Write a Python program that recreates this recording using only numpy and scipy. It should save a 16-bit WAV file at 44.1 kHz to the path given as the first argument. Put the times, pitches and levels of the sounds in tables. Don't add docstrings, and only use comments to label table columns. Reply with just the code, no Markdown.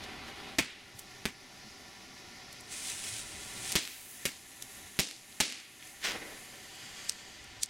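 import sys
import numpy as np
from scipy import signal
from scipy.fft import rfft, irfft, next_fast_len
from scipy.io import wavfile
from scipy.ndimage import uniform_filter1d

SR = 44100
rng = np.random.default_rng(int(sys.argv[2]) if len(sys.argv) > 2 else 0)


def unload_wav(signal):
    wavfile.write(
        sys.argv[1],
        SR,
        np.round(np.clip(np.atleast_2d(signal).T, -1, 1) * 32767).astype(np.int16),
    )


N = 339129
TIME = np.arange(N) / SR

# (frequency [Hz], relative density [dB per Hz])
ROAR_SPECTRUM = [(25, -8), (60, -13), (120, -1), (160, -5.5), (215, 0), (290, -2), (390, -3), (500, -12.5),
                 (760, -3.5), (920, -9), (1250, -11), (1440, -5), (1600, -34), (2200, -75)]
HISS_SPECTRUM = [(1100, -43), (1560, -8), (1800, 3), (2100, 1), (2400, -1), (3100, -3), (3700, -3),
                 (4500, -5), (6300, -7), (7400, -26), (10000, -47)]
FIZZ_SPECTRUM = [(4500, -24), (6500, 1.5), (7600, -1), (8800, -5), (9500, 2.5), (11000, -2.5),
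                 (13000, -7.5), (16000, -17)]
ROAR_DB, HISS_DB = -55.5, -54.5
BURST_S, BUILD_DB, BUILD_S, VENT_S = 3.754, 5.5, 0.45, 0.093
HISS_FOLLOWS, OPEN_ROAR_DB = 1.46, -2.5
# (time [s], gain [dB], width [s])
SURGES_OF_GAS = [(1.12, 0.91, 0.043), (4.2, 4.4, 0.075), (4.76, 1.5, 0.075), (5.35, 2.5, 0.067),
                 (5.85, 4.9, 0.076)]
ROAR_FOLLOWS = 0.45

# (start [s], stop [s], level [dB], climb [dB per s], rise [s], fade [s])
SHOWER_STAGES = [(0, 3.1, -62.5, -0.5, .05, .3), (3.5, 6.4, -53.5, -0.24, 0.19, 0.53)]
# (start [s], stop [s], level [dB], climb [dB per s], rise [s], fade [s])
FLARE_STAGES = [(0.006, 0.556, -46, -3.5, .01, 0.0046)]
# (frequency [Hz], relative density [dB per Hz])
FLARE_SPECTRUM = [(35, -33), (60, -6), (154, -6), (237, 1.5), (428, -3.5), (494, -12), (775, -1.5),
                  (913, -8), (1430, -6.5), (1520, -9.5), (2030, -5), (5000, -13.5), (5770, -23),
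                  (8000, -30), (10400, -66), (17600, -120)]
# (start [s], stop [s], level [dB], climb [dB per s], rise [s], fade [s])
NOZZLE_STAGES = [(0.9, 2.65, -60, 1.5, .1, 0.11)]
# (frequency [Hz], relative density [dB per Hz])
NOZZLE_SPECTRUM = [(2800, -37), (4000, -3), (4900, 1.5), (5700, 0), (6400, -4), (7500, -9), (10000, -33)]
# (start [s], stop [s], level [dB], climb [dB per s], rise [s], fade [s])
JET_STAGES = [(2.725, 3.2, -42.5, 3.5, 0.028, 0.044), (3.27, 3.74, -48, 2.5, .05, 0.0079)]
# (time [s], gain [dB], width [s])
JET_SPURTS = [(2.885, 4, 0.044), (3.08, 4.5, 0.015), (3.7, 8, 0.076)]
# (frequency [Hz], relative density [dB per Hz])
JET_SPECTRUM = [(900, -11), (1600, -5), (2000, 1), (3000, 1.5), (5000, 0.5), (7500, 3), (9500, 3),
                (10500, -1), (11600, -17), (13300, -8), (14600, -20), (16000, -15)]
# (start [s], stop [s], level [dB], climb [dB per s], rise [s], fade [s])
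SPRAY_STAGES = [(3.83, 4.14, -44, -8, .04, 0.094)]
# (frequency [Hz], relative density [dB per Hz])
SPRAY_SPECTRUM = [(4000, -12), (6500, -4), (10000, 0.5), (12500, -4), (14000, -2), (16000, -5)]
# (start [s], stop [s], level [dB], climb [dB per s], rise [s], fade [s])
EMBER_STAGES = [(6.8, 7.12, -50, 10, 0.36, 0.19), (7.25, 7.69, -57.5, 1, 0.12, .1)]
# (frequency [Hz], relative density [dB per Hz])
EMBER_SPECTRUM = [(900, -6.5), (1450, -5), (1600, -3), (1900, 0.5), (2600, -2), (3200, 2.5), (3900, -7),
                  (4650, 2), (5600, -7), (6700, -1.5), (8200, -6.5), (9300, -10.5), (12000, -16),
                  (16000, -27)]

# (time [s], shock level [dB], ground bounce lag [ms], crackle level [dB],
# crackle length [ms], treble corner [Hz], near scatter level [dB], yard echo level [dB], far echo level [dB])
PELLET_BURSTS = [(0.5853, -2.5, 4.5, 8, 16, 3370, -18, -32, -34),
                 (1.2548, 0.5, 4.67, -13, 5.6, 3160, -26.5, -50, -55),
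                 (3.7545, 5.5, 5.4, 0, 7.4, 8600, -21.5, -25.5, -34),
                 (4.2541, -2.5, 5.3, 2, 3.1, 14200, -25, -39, -66),
                 (4.9903, 4.5, 5.1, 6.5, 11, 11700, -24.5, -27.5, -48),
                 (5.4027, 5, 4.7, 11.5, 7, 10000, -21, -24, -31.5)]
# (frequency [Hz], gain [dB])
SHOCK_RESPONSE = [(20, -13), (60, 13.5), (130, 14.5), (220, 12), (350, 10), (550, 3), (1000, -0.5),
                  (1600, 6.5), (2300, 7), (4000, 7.5), (8000, 4), (12000, 5.5), (16000, -19)]
CRACKLE_RESPONSE = [(60, -26), (250, -25), (500, -2), (800, 0.5), (1150, -5), (1600, -7), (2100, 2),
                    (2800, 2), (5000, 1), (9000, 0), (16000, -10)]
# (delay [s], level relative to a burst's yard echo [dB])
WALL_ECHOES = [(0.026, -2), (0.098, 12), (0.1215, 15)]
# (frequency [Hz], relative density [dB per Hz])
SCATTER_SPECTRUM = [(50, -7), (250, 7.5), (600, -11), (1400, -4.5), (2200, 6), (4500, -4), (8000, -3),
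                    (15000, -11.5)]
YARD_SPECTRUM = [(60, -35), (250, 1), (600, -7.5), (1400, -14.5), (2200, -2.5), (4500, 1.5), (7500, -2),
                 (10000, -7), (15000, -46)]
FAR_SPECTRUM = [(100, -41), (1400, -6.5), (2000, 2), (2500, 3.5), (3300, -0.5), (5000, -5), (12000, -54)]

# (time [s], peak level [dB], rise [s], decay [s])
POWDER_PUFFS = [(0.039, -43, 0.007, 0.0095), (0.287, -46.5, 0.018, 0.011), (6.05, -28, 0.013, 0.049)]
# (frequency [Hz], relative density [dB per Hz])
FLASH_SPECTRUM = [(60, -7), (250, -15), (1000, -1.5), (1600, 7.5), (2000, 9), (3200, 7.5), (6000, 3),
                  (9000, -6.5), (16000, -16)]
RUSH_SPECTRUM = [(30, 1), (100, -10), (220, 1), (420, 2.5), (800, -0.5), (1100, -5.5), (1550, -3.5),
                 (1950, 3.5), (3000, -7.5), (6000, -15), (14000, -61)]
# (time [s], level [dB], width [ms], lower band edge [Hz], upper band edge [Hz])
SPARK_SNAPS = [(0.994, -38, 2.7, 3460, 13600), (2.529, -45.5, 2.1, 4500, 12000),
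               (2.609, -48, 2.5, 6000, 11000), (3.7206, -21, 0.25, 2500, 12000),
               (3.7252, -21.5, .2, 2500, 12000), (4.6246, -33, 1.2, 2340, 11000),
               (5.326, -45, 1.6, 2800, 4800), (5.826, -39, 1.1, 1790, 3380),
               (7.0957, -16, 0.46, 3860, 9200), (7.443, -51.5, 2.4, 4500, 10100),
               (7.634, -16.5, 0.72, 3770, 8600)]
# (time [s], peak level [dB], pitch [Hz], width [s])
LOW_THUDS = [(0.956, -46, 116, 0.01), (1.67, -52.5, 212, 0.029), (3.131, -51, 100, 0.02),
             (4.395, -59, 118.3, 0.0057), (4.85, -55.5, 87.4, .025)]

RUMBLE_DB = -70
# (time [s], gain [dB], width [s])
RUMBLE_SWELLS = [(0.15, 10.3, 0.6), (1.5, 3, 0.62), (3.45, 12, 0.64), (6.15, 8.3, 0.17), (7.5, 7.7, .45)]
# (frequency [Hz], relative density [dB per Hz])
RUMBLE_SPECTRUM = [(20, -5), (45, -3), (65, 4.5), (90, -2), (118, 3), (145, -18), (300, -38), (1000, -50)]

# (frequency [Hz], coherence [0-1])
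STEREO_COHERENCE = [(30, .55), (70, .68), (150, .92), (600, .91), (2000, .96), (5000, .99), (9000, .96),
                    (14000, .99)]
THRESHOLD_DB, CUT_SHARE, RECOVERY_DB_PER_S, ATTACK_S = -32, 0.54, 13.5, 0.031
CUTOFF_HZ = 15800


def burning(bounce_s=0.0051, bounce=0.11):
    closed = np.exp(-np.maximum(TIME - BURST_S, 0) / VENT_S)
    pressure_db = BUILD_DB * np.exp(np.minimum(TIME - BURST_S, 0) / BUILD_S) * closed
    surge = swells(SURGES_OF_GAS)
    roar_gain = from_db(ROAR_DB + pressure_db + OPEN_ROAR_DB * (1 - closed)) * surge ** ROAR_FOLLOWS
    hiss_gain = from_db(HISS_DB + HISS_FOLLOWS * pressure_db) * surge
    out = roar_gain * gas(ROAR_SPECTRUM, grain_share=0.3)
    out += hiss_gain * gas(HISS_SPECTRUM, grain_share=0.54)
    out += surge * stages(SHOWER_STAGES) * gas(FIZZ_SPECTRUM, grain_share=0.54)
    out += stages(FLARE_STAGES) * gas(FLARE_SPECTRUM, grain_share=0.54)
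    out += stages(NOZZLE_STAGES) * gas(NOZZLE_SPECTRUM, grain_share=0.14)
    out += stages(JET_STAGES) * swells(JET_SPURTS) * gas(JET_SPECTRUM, grain_share=0.68)
    out += stages(SPRAY_STAGES) * gas(SPRAY_SPECTRUM, grain_share=0.57)
    out += stages(EMBER_STAGES) * gas(EMBER_SPECTRUM, grain_share=0.33)
    return (out + bounce * delayed(out, bounce_s)) / np.hypot(1, bounce)


def bangs(cracks_per_s=1600, spread_db=4.5, near_t60=0.16, yard_t60=0.56, far_t60=0.9,
          build_s=0.0025, wall_hz=5000, wall_low_hz=2000, bounce=0.65):
    out, age = np.zeros((2, N)), TIME[:SR]
    tails = [(gas(SCATTER_SPECTRUM, grain_share=0.87), near_t60),
             (gas(YARD_SPECTRUM, grain_share=1.0), yard_t60),
             (gas(FAR_SPECTRUM, grain_share=0.18), far_t60)]
    build = 1 - np.exp(-(age / build_s) ** 2)
    for s, shock_db, lag_ms, crackle_db, length_ms, bright_hz, *tail_db in PELLET_BURSTS:
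        shock = colour(-from_db(shock_db) * (age == 0), SHOCK_RESPONSE)
        happens = rng.random(SR) < cracks_per_s / SR
        strength = from_db(spread_db * rng.standard_normal(SR))
        cracks = happens * rng.choice([-1, 1], SR) * strength
        cracks *= np.exp(-(age * 1000 / length_ms) ** 2)
        cracks *= from_db(crackle_db) / (np.linalg.norm(cracks) + 1e-9)
        burst = shock + colour(cracks, CRACKLE_RESPONSE)
        grounded = burst + bounce * delayed(burst, lag_ms / 1000)
        _, yard_db, _ = tail_db
        echoes = sum(from_db(yard_db + db) * delayed(shock, delay) for delay, db in WALL_ECHOES)
        echoes = dulled(echoes, wall_hz)
        sound = grounded + echoes - dulled(echoes, wall_low_hz)
        start = round(s * SR)
        for (noise, t60), db in zip(tails, tail_db):
            sound = sound + noise[:, start:start + SR] * build * from_db(db - 60 * age / t60)
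        out[:, start:start + SR] += dulled(sound, bright_hz)
    return out


def puffs(rush_db=-10.0, linger=4.0, billow_db=2.5):
    flash, rush = np.zeros((2, N))
    for s, db, rise, decay in POWDER_PUFFS:
        swell = from_db(db) * np.exp(np.minimum(TIME - s, 0) / rise)
        age = np.maximum(TIME - s, 0)
        flash += swell * np.exp(-age / decay)
        rush += swell * np.exp(-age / (decay * linger))
    rush *= from_db(rush_db + billow_db * drift(45))
    return flash * gas(FLASH_SPECTRUM, grain_share=0.98) + rush * gas(RUSH_SPECTRUM, grain_share=0.24)


def snaps(skirt_db=-16.0, skirt_length=13.0, click_db=11.943, wall_db=-21.0):
    out, t = np.zeros(N), np.arange(-SR // 20, SR // 20) / SR
    for s, db, width_ms, low_hz, high_hz in SPARK_SNAPS:
        away = np.abs(t) * 1000 / width_ms
        swell = np.exp(-away) + from_db(skirt_db) * np.exp(-away / skirt_length)
        pop = rng.choice([-1, 1], len(t)) * swell
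        pop[t == 0] = from_db(click_db)
        high_hz = np.clip(high_hz, low_hz + SR / 100, SR / 2 - 1)
        band = signal.butter(2, [low_hz, high_hz], "band", fs=SR, output="sos")
        heard = signal.sosfilt(band, pop)
        heard *= np.linalg.norm(swell) / np.linalg.norm(heard)
        add(out, from_db(db) * heard, s + t[0])
    nearest_wall_s = WALL_ECHOES[0][0]
    return out + from_db(wall_db) * delayed(out, nearest_wall_s)


def thuds():
    out, t = np.zeros(N), np.arange(-SR // 8, SR // 8) / SR
    for s, db, hz, width in LOW_THUDS:
        tone = np.sin(2 * np.pi * (hz * t + rng.random()))
        add(out, from_db(db) * np.exp(-(t / width) ** 2) * tone, s + t[0])
    return out


def rumble():
    return from_db(RUMBLE_DB) * swells(RUMBLE_SWELLS) * gas(RUMBLE_SPECTRUM, grain_share=0)


def reflected(x, latest_s, count=40):
    response = np.zeros(SR // 10)
    place = rng.uniform(.04, 1, count)
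    taps = (place * min(latest_s, .09) * SR).astype(int)
    response[taps] = rng.choice([-1, 1], count) * np.exp(-2 * place)
    response -= dulled(response, 310)
    response /= np.linalg.norm(response)
    return signal.oaconvolve(x, response[None], axes=-1)[:, :N]


def gas(spectrum, grain_share, count=16000):
    size = 2 * next_fast_len(N // 2 + 1)
    hz = np.fft.rfftfreq(size, 1 / SR)
    mid, side = rng.standard_normal((2, N))
    ticks = np.zeros(N)
    ticks[rng.integers(0, N, count)] = rng.laplace(size=count)
    mid = rms_one(mid + grain_share * rms_one(ticks))
    alike = np.clip(at_hz(STEREO_COHERENCE, hz), 0, 1)
    common = np.sqrt(1 + alike) * rfft(mid, size)
    opposed = np.sqrt(1 - alike) * rfft(side, size)
    both = common + opposed * [[1], [-1]]
    noise = irfft(both * from_db(at_hz(spectrum, hz)))[:, :N]
    flutter = 1 + .07 * drift(40)
    return rms_one(noise * flutter)


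def stages(rows):
    power = 0
    for start, stop, db, climb, rise, fade in rows:
        held = np.clip(TIME, start, stop)
        before, after = np.maximum(start - TIME, 0), np.maximum(TIME - stop, 0)
        edges = np.exp(-before / rise - after / fade)
        power = power + (from_db(db + climb * (held - start)) * (edges + 1e-9)) ** 2
    return np.sqrt(power)


def swells(rows):
    return from_db(sum(db * np.exp(-((TIME - s) / width) ** 2) for s, db, width in rows))


def drift(rate):
    knots = rng.standard_normal(int(N / SR * rate) + 2)
    return rms_one(np.interp(TIME * rate, np.arange(len(knots)), knots))


def colour(x, points):
    size = 2 * next_fast_len(x.shape[-1] // 2 + SR // 10)
    gain = from_db(at_hz(points, np.fft.rfftfreq(size, 1 / SR)))
    cepstrum = irfft(np.log(gain))
    cepstrum[1:size // 2] *= 2
    cepstrum[size // 2 + 1:] = 0
    return irfft(rfft(x, size) * np.exp(rfft(cepstrum)))[..., :x.shape[-1]]


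def dulled(x, hz):
    pole = np.exp(-2 * np.pi * hz / SR)
    return signal.lfilter([1 - pole], [1, -pole], x)


def delayed(x, s):
    lag = max(1, round(s * SR))
    return np.concatenate([np.zeros_like(x[..., :lag]), x[..., :-lag]], axis=-1)


def add(track, sound, s):
    start = int(np.clip(round(s * SR), 0, N - 1))
    track[start:start + len(sound)] += sound[:N - start]


def at_hz(points, hz):
    f, value = np.transpose(points)
    return np.interp(np.log(hz + 1), np.log(f), value)


def rms_one(x):
    return x / np.sqrt(np.mean(x ** 2) + 1e-20)


def from_db(db):
    return 10 ** (np.asarray(db) / 20)


def gain_control(x, window_s=0.011):
    power = uniform_filter1d(np.mean(x ** 2, axis=0), max(1, round(window_s * SR)))
    level_db = 10 * np.log10(np.abs(power) + 1e-12)
    cut_db = CUT_SHARE * np.maximum(level_db - THRESHOLD_DB, 0)
    ramp = RECOVERY_DB_PER_S * TIME
    cut_db = np.maximum.accumulate(cut_db + ramp) - ramp
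    return x * from_db(-dulled(cut_db, 1 / (2 * np.pi * ATTACK_S)))


def scene(bang_width_db=-16.0, wet=0.37):
    gases = burning() + puffs()
    gases = (gases + wet * reflected(gases, latest_s=.04)) / np.hypot(1, wet)
    cracks = bangs()
    firework = gases + cracks + snaps()
    spread = from_db(bang_width_db) * dulled(cracks, 3000)
    sideways = reflected(spread.mean(axis=0, keepdims=True), latest_s=.012)
    return firework + sideways * [[1], [-1]] + rumble() + thuds()


def record(dry, top=0.33):
    low_pass = signal.ellip(10, .2, 80, CUTOFF_HZ, fs=SR, output="sos")
    rounded = top * np.tanh(gain_control(dry) / top)
    return signal.sosfilt(low_pass, rounded)


dry = scene()
out = record(dry)
unload_wav(out)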